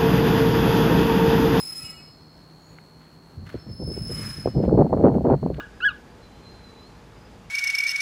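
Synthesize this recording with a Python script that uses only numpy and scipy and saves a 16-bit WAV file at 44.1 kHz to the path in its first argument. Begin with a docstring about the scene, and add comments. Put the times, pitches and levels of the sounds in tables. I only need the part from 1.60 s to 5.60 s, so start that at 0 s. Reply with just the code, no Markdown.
"""An old farm windmill turns in a field. At once its dry bearing binds: it scrapes, rings the steelwork
and squeals on two close modes, over a steady insect buzz, distant air and a soft puff of wind.
Near 1 s the bearing whistles thinly; then a stick clicks and the grass rustles faintly.
From halfway on, wind rumbles on the microphone and the bearing binds a second time.
As that squeal dies near 3 s, gusts and hard eddies buffet the microphone through to the end."""
import sys
import numpy as np
from scipy import signal
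from scipy.fft import rfft, irfft
from scipy.io import wavfile
from scipy.ndimage import uniform_filter1d, minimum_filter1d, map_coordinates

SR = 44100
rng = np.random.default_rng(int(sys.argv[2]) if len(sys.argv) > 2 else 0)


def transcribe(signal):
    """Save signal, clipped to [-1, 1], as a 16-bit WAV file at the path in sys.argv[1]."""
    frames = np.atleast_2d(signal).T
    limited = np.clip(frames, -1, 1)
    pcm = np.round(limited * 32767).astype(np.int16)
    wavfile.write(sys.argv[1], SR, pcm)


N = 176400
T = np.arange(N) / SR
FREQS = np.arange(N // 2 + 1) * SR / N


def undb(db):
    """Decibels to gain."""
    return 10 ** (np.asarray(db) / 20)


def unit(x):
    """Scale to rms 1."""
    return x / np.sqrt(np.mean(np.abs(x) ** 2))


def curve(rows, col):
    """One column of a table, joined by straight lines in time."""
    rows = np.array(rows, float)
    return np.interp(T, rows[:, 0], rows[:, col])


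def swell(rows, col):
    """Gain envelope from a dB column, fading out beyond the table's ends."""
    outside = np.maximum(rows[0][0] - T, 0) + np.maximum(T - rows[-1][0], 0)
    return undb(curve(rows, col)) * np.exp(-outside / 0.032)


def shaped_noise(gains):
    """White noise through one gain per frequency, at rms 1."""
    return unit(irfft(rfft(rng.standard_normal(N)) * gains, N))


def noise(colour):
    """Noise through an EQ curve of (frequency [Hz], gain [dB]) points."""
    hz, db = np.array(colour, float).T
    return shaped_noise(undb(np.interp(np.log(FREQS + 1), np.log(hz), db)))


def ring(hz, width):
    """A resonance kept ringing by random pushes."""
    return shaped_noise(1 / (1 + ((FREQS - hz) / width) ** 2))


def walk(rate):
    """Smooth random modulation with spread 1, moving up to about `rate` times a second."""
    return ring(0, rate)


def stick_slip(rows, overtones, jitter_hz, rasp, halo, twin):
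    """A friction tone split into a chattering pair; overtones grow with level, the tower scatters each."""
    split_hz, wander_hz, scatter_hz, width_hz = 26, 14, 18, 10
    gain, reference = swell(rows, 2), undb(-35)
    phase = 2 * np.pi * np.cumsum(curve(rows, 1) + jitter_hz * walk(70)) / SR + rasp * walk(250)
    beat = np.pi * np.cumsum(split_hz + wander_hz * walk(15.5)) / SR
    out = 0
    for ratio, db, growth in [(1, 0.0037, 1)] + list(overtones):
        scatter = ring(scatter_hz * ratio, width_hz * ratio) + 1j * ring(scatter_hz, width_hz)
        pair = np.exp(-1j * beat) + twin * ratio * np.exp(1j * beat)
        chatter = unit(pair + halo * ratio * scatter)
        envelope = reference * undb(db) * (gain / reference) ** growth
        out += envelope * np.real(chatter * np.exp(1j * ratio * phase))
    return np.sqrt(2) * out


# main squeal, one list per turn (time [s], pitch [Hz], level [dB])
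MAIN_SQUEALS = [
    [(0, 5130, -35), (.19, 5130, -37.5), (.31, 5145, -39.5), (.34, 5152, -49.5), (.51, 5140, -53),
     (.56, 5140, -64), (.82, 5142, -70), (.92, 5142, -86)],
    [(2.25, 5200, -68), (2.32, 5180, -43), (2.47, 5165, -43.5), (2.52, 5142, -36.5), (2.71, 5144, -39),
     (2.82, 5140, -43), (2.91, 5140, -53), (3.04, 5140, -57), (3.1, 5140, -70), (3.3, 5140, -82)],
]
# upper squeal, one list per turn (time [s], pitch [Hz], level [dB])
UPPER_SQUEALS = [
    [(0, 5230, -53), (.08, 5235, -41.5), (.14, 5240, -54), (.2, 5235, -60), (.3, 5235, -70)],
    [(1.96, 5300, -82), (2.0, 5295, -54), (2.07, 5285, -61), (2.12, 5255, -48.5), (2.23, 5262, -46.5),
     (2.26, 5250, -42.5), (2.35, 5232, -41), (2.53, 5264, -42), (2.62, 5220, -55), (2.9, 5215, -52)],
]
# overtones of each (pitch ratio [x], level relative to a -35 dB squeal [dB], growth [dB per dB])
MAIN_OVERTONES = [(1.5, -21, 1.7), (2, -8.7, 1.7), (2.5, -25, 2), (3, -20.5, 1.9)]
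UPPER_OVERTONES = [(2, -10, 1.54), (3, -23, 1.5)]


def bearing_squeal():
    """The dry bearing binds and sings on two close modes that beat against each other."""
    out = 0
    for main, upper in zip(MAIN_SQUEALS, UPPER_SQUEALS):
        out += stick_slip(main, MAIN_OVERTONES, jitter_hz=6, rasp=.06, halo=.22, twin=.7)
        out += stick_slip(upper, UPPER_OVERTONES, jitter_hz=11, rasp=.1, halo=.4, twin=.35)
    return out


# scrape envelope, one list per turn (time [s], level [dB])
SCRAPE_ENVELOPES = [
    [(0, -50), (.1, -52.5), (.19, -50), (.28, -53.5), (.35, -60.5), (.55, -77.5)],
    [(2.28, -68), (2.34, -56), (2.44, -58), (2.55, -46.5), (2.64, -44.5), (2.75, -48.5), (2.9, -58),
     (3.1, -77)],
]
# scrape EQ, one list per turn, the second darker (frequency [Hz], gain [dB])
SCRAPE_EQS = [
    [(500, -32), (1200, -12), (2200, 3), (3400, -1), (5500, -1), (8000, -2.5), (10000, 1), (11800, -4),
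     (13000, -2), (15000, -10)],
    [(500, -21), (1100, 2.5), (1600, 3), (3400, -6), (5500, -5.5), (8000, -12), (10000, -8.5), (11800, -13),
     (13000, -16), (15000, -18)],
]


def bearing_scrape():
    """Dry metal rubs on metal: a swell of gritty noise on each turn."""
    return sum(swell(envelope, 1) * noise(eq) * undb(1.4 * walk(120))
               for envelope, eq in zip(SCRAPE_ENVELOPES, SCRAPE_EQS))


# steelwork modes (pitch [Hz], width [Hz], gain in voicing 1 [dB], in voicing 2 [dB], in voicing 3 [dB])
STEEL_MODES = [(1317, 31, 0.5, -8, -1.5), (1665, 30, -15, -30, -3), (1771, 20, -16, -30, 0.5),
               (1955, 40, -4.5, -27, -17.5), (2146, 8, -23, -23, 1.5), (2240, 14, -8, -1.5, -27),
               (2387, 12, -16, -17, -3), (2570, 11.4, 1, -3, -5), (2900, 9, -26, 2.5, -27),
               (2980, 7, -13, -24, -0.5), (7440, 18, -22, -6.5, -23.5), (7660, 28, -3, -14, -18),
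               (8160, 30, -26, -12, -22)]
# one envelope per voicing; the second catches abruptly (time [s], level [dB])
STEEL_ENVELOPES = [
    [(0, -75), (.1, -58.5), (.21, -57.5), (.3, -58), (.45, -69)],
    [(.22, -78), (.243, -52.5), (.33, -53.5), (.39, -63), (.55, -77), (.8, -100), (2.28, -100), (2.35, -64),
     (2.45, -69), (2.56, -80)],
    [(2.48, -76), (2.58, -60), (2.65, -54), (2.8, -62), (2.92, -71), (3.1, -86.5)],
]


def steelwork():
    """The scraping bearing rings the steel, voicing the same modes in three different balances."""
    out = 0
    for voicing, envelope in enumerate(STEEL_ENVELOPES):
        modes = sum(undb(dbs[voicing]) * ring(hz, width) for hz, width, *dbs in STEEL_MODES)
        out += swell(envelope, 1) * modes
    return out


# buzz envelope (time [s], level [dB])
INSECT_ENVELOPE = [(0, -57), (1.4, -60), (1.75, -62), (1.95, -59), (2.37, -64.5), (2.9, -62), (3.3, -64),
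                   (3.67, -67.5), (3.8, -61.5), (3.92, -63.5), (4, -65)]


def insect():
    """Each wing stroke is a short tone that sags in pitch; a weaker, lower rasp fills the return."""
    strokes_per_s, duty, pitch_hz, sag_hz = 82.6, 0.62, 4310, 224
    cycle = np.cumsum(strokes_per_s * (1 + 0.018 * walk(63))) / SR % 1
    closing = np.minimum(cycle / duty, 1)
    hz = pitch_hz - sag_hz * (closing - .5) + 24 * walk(100) + 12 * walk(2)
    stroke = np.sin(np.pi * closing)
    tone = stroke * np.sin(2 * np.pi * np.cumsum(hz) / SR) * undb(0.23 * walk(40))
    rasp = cycle * (1 - stroke) * ring(4150, 90)
    return undb(curve(INSECT_ENVELOPE, 1)) * (unit(tone) + undb(-10) * unit(rasp))


# EQ of the open-country bed (frequency [Hz], gain [dB])
AIR_EQ = [(25, -33), (50, 0.5), (100, -1), (160, 0), (300, -3), (500, -9), (1000, -12), (1600, -17.5),
          (2500, -24.5), (3500, -27), (6000, -30.5), (10000, -34.5), (15500, -38)]


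def field():
    """A bed of distant air and a low, wavering, far-off drone."""
    air_db, drone_db, drone_hz = -51, -55, 156.7
    drone = np.sin(2 * np.pi * np.cumsum(drone_hz + 2 * walk(6)) / SR) * undb(2 * walk(9.1))
    return undb(air_db + 0.68 * walk(6.8)) * noise(AIR_EQ) + undb(drone_db) * unit(drone)


# soft thuds (time [s], level [dB], pitch [Hz])
PUFF_CUES = [(.235, -43, 80.5), (2.27, -30.5, 58.6), (2.53, -36, 64.4)]


def wind_puffs():
    """Slow puffs of air thud on the microphone, each a rounded swell of low noise."""
    return sum(undb(db) * np.exp(-((T - at) / 0.029) ** 2) * ring(hz, hz) for at, db, hz in PUFF_CUES)


# whistle glide (time [s], pitch [Hz], level [dB])
WHISTLE_GLIDE = [(.96, 6660, -81), (1.02, 6800, -71), (1.1, 6780, -69), (1.24, 6740, -84)]


def bearing_whistle():
    """Between squeals the bearing gives one brief, thin friction tone with no overtones."""
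    return stick_slip(WHISTLE_GLIDE, [], jitter_hz=26, rasp=.05, halo=.48, twin=.3)


def flick(at, hz, cycles):
    """A very short oscillation that slows as it dies."""
    sag_per_cycle = .42
    age = np.clip((T - at) * hz, -8, 8)
    turns = (1 - np.exp(-sag_per_cycle * age)) / sag_per_cycle
    return np.exp(-(age / cycles) ** 2) * np.cos(2 * np.pi * turns)


# dry clicks (time [s], level [dB], pitch [Hz])
CLICK_CUES = [(1.1861, -34.5, 1740), (3.945, -37, 2700)]


def stick_clicks():
    """Dry sticks click; each rebounds once, a little weaker."""
    rebound_s, rebound_db, cycles = .0014, -1, .7
    return sum(undb(db) * (flick(at, hz, cycles) + undb(rebound_db) * flick(at + rebound_s, hz, cycles))
               for at, db, hz in CLICK_CUES)


# rustles (time [s], level [dB], decay [s])
RUSTLE_CUES = [(1.41, -58.5, 0.099), (1.865, -45, 0.016), (1.894, -43.5, 0.014), (1.926, -53.5, 0.094),
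               (3.028, -51, 0.015), (3.05, -53, 0.018), (3.544, -51.5, .005), (3.942, -51.5, 0.016),
               (3.968, -52, 0.013)]
# EQ of dry stems (frequency [Hz], gain [dB])
RUSTLE_EQ = [(600, -18.5), (1400, 2.5), (2300, -5), (3400, -10.5), (6000, -21.5), (12000, -30.5)]


def grass_rustle():
    """Dry stems brush in short grainy bursts."""
    attack_s = 0.0051
    envelope = 0
    for at, db, decay in RUSTLE_CUES:
        attack = np.clip((T - at) / attack_s + 1, 0, 1)
        envelope += undb(db) * attack * np.exp(-np.maximum(T - at, 0) / decay)
    return envelope * unit(noise(RUSTLE_EQ) * undb(1.7 * walk(400)))


# rumble envelope (time [s], level [dB])
RUMBLE_ENVELOPE = [(1.72, -64.5), (1.74, -65), (1.78, -35.5), (1.92, -49), (1.95, -33), (2.02, -56.5),
                   (2.09, -34.5), (2.18, -42.5), (2.2, -33), (2.7, -33.5), (2.74, -47.5), (2.79, -33.5),
                   (2.83, -40.5), (2.86, -26.5), (2.93, -37.5), (2.96, -19.5), (3.08, -22.5), (3.22, -15.5),
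                   (3.29, -29.5), (3.46, -18.5), (3.51, -24.5), (3.57, -19), (3.62, -27), (3.75, -20.5),
                   (3.8, -37), (3.85, -24.5), (3.97, -33), (4.0, -26)]
# rumble EQ when the envelope is at -25 dB (frequency [Hz], gain [dB])
RUMBLE_EQ = [(20, -17.5), (60, 0), (110, 1), (170, 2.5), (260, -4.5), (400, -18.5), (700, -23.5),
             (1500, -63.5), (4000, -70.5)]


def wind_rumble():
    """Wind rumbles on the microphone; the stronger it blows, the faster and brighter the noise runs."""
    db_per_octave = 50
    speed = 2 ** ((curve(RUMBLE_ENVELOPE, 1) + 25) / db_per_octave)
    return swell(RUMBLE_ENVELOPE, 1) * map_coordinates(noise(RUMBLE_EQ), [np.cumsum(speed)], mode="wrap")


# gated gusts (time [s], hold [s], level [dB], roll-off [Hz])
GUST_CUES = [(1.943, 0.012, -32, 370), (2.062, 0.038, -42, 380), (2.197, 0.028, -36, 400),
             (2.217, 0.012, -31.5, 520), (2.28, 0.04, -34.5, 407), (2.365, 0.012, -31.5, 385),
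             (2.499, 0.015, -32.5, 400), (2.577, 0.041, -39, 276), (2.661, 0.024, -44.5, 344),
             (2.873, 0.011, -23.5, 570), (2.949, 0.068, -28, 473), (3.034, 0.023, -21.5, 464),
             (3.076, 0.02, -21, 504), (3.109, 0.05, -19.5, 481), (3.174, 0.05, -15, 600),
             (3.245, 0.024, -23.5, 500), (3.295, 0.016, -27, 480), (3.322, 0.027, -18, 530),
             (3.364, 0.13, -22, 526), (3.436, 0.0547, -15.5, 660), (3.483, 0.1, -22.5, 493),
             (3.609, 0.0065, -29.5, 514), (3.642, 0.031, -17, 630), (3.683, 0.038, -18.5, 600),
             (3.7, 0.044, -18.5, 716), (3.828, 0.0087, -26.5, 576), (3.875, 0.0057, -29, 526),
             (3.9, 0.016, -29, 510), (3.983, 0.028, -27, 490)]


def wind_gusts():
    """Turbulence breaks over the microphone; where it surges, eddies pass faster and sound brighter."""
    attack_s, release_s, low_cut_hz, slope = 0.0019, 0.0046, 249, 4.83
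    surge = ring(103.9, 49.36)
    flutter = unit(undb(1.5 * surge))
    playhead = np.cumsum(2 ** (.2 * surge)) % N
    low_cut = FREQS ** 2 / np.hypot(FREQS ** 2, low_cut_hz ** 2)
    out = 0
    for at, hold, db, rolloff_hz in GUST_CUES:
        attack = np.clip((T - at) / attack_s + .5, 0, 1)
        release = np.exp(-np.clip((T - at - hold) / release_s, 0, 20))
        eddies = shaped_noise(low_cut / (1 + (FREQS / rolloff_hz) ** slope))
        out += undb(db) * attack * release * flutter * np.interp(playhead, np.arange(N), eddies)
    return out


# hard thumps (time [s], level [dB], pitch [Hz])
BUFFET_CUES = [(2.224, -27, 485), (2.278, -25, 368), (2.498, -27, 378), (2.785, -31.5, 312),
               (2.860, -7.5, 477), (3.004, -12, 376), (3.129, -5.5, 348), (3.189, -12.5, 620),
               (3.202, -7, 340), (3.443, 0, 306), (3.451, -1.5, 385), (3.455, -9.5, 683),
               (3.563, -11.5, 288), (3.584, -16.5, 520), (3.610, -21, 526), (3.657, -19, 685),
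               (3.707, -11, 513), (3.727, -13.5, 744), (3.743, -7, 387), (3.75, -17, 149),
               (3.862, -12, 284), (3.864, -15.5, 636), (3.903, -18.5, 490)]


def wind_buffets():
    """Single hard eddies hit the microphone, each a thump that drops in pitch."""
    return sum(undb(db) * flick(at, hz, cycles=.66) for at, db, hz in BUFFET_CUES)


def scene():
    """The mono mix at one microphone, with a low cut on the wind layers."""
    low_cut_hz = 46.3
    windmill = bearing_squeal() + bearing_scrape() + steelwork() + bearing_whistle()
    ambience = insect() + field() + stick_clicks() + grass_rustle()
    wind = wind_puffs() + wind_rumble() + wind_gusts() + wind_buffets()
    wind = signal.sosfilt(signal.butter(3, low_cut_hz, "high", fs=SR, output="sos"), wind)
    return (windmill + ambience + wind)[None]


def record(dry):
    """A limiter catches the hardest buffets, and a steep filter cuts the top."""
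    ceiling, ramp_samples, high_cut_hz = .97, 300, 15750
    needed_gain = ceiling / np.maximum(np.abs(dry), ceiling)
    held_gain = minimum_filter1d(needed_gain, size=2 * ramp_samples)
    limited = dry * uniform_filter1d(held_gain, size=ramp_samples)
    return signal.sosfilt(signal.ellip(10, .2, 80, high_cut_hz, fs=SR, output="sos"), limited)


dry = scene()
out = record(dry)
transcribe(out)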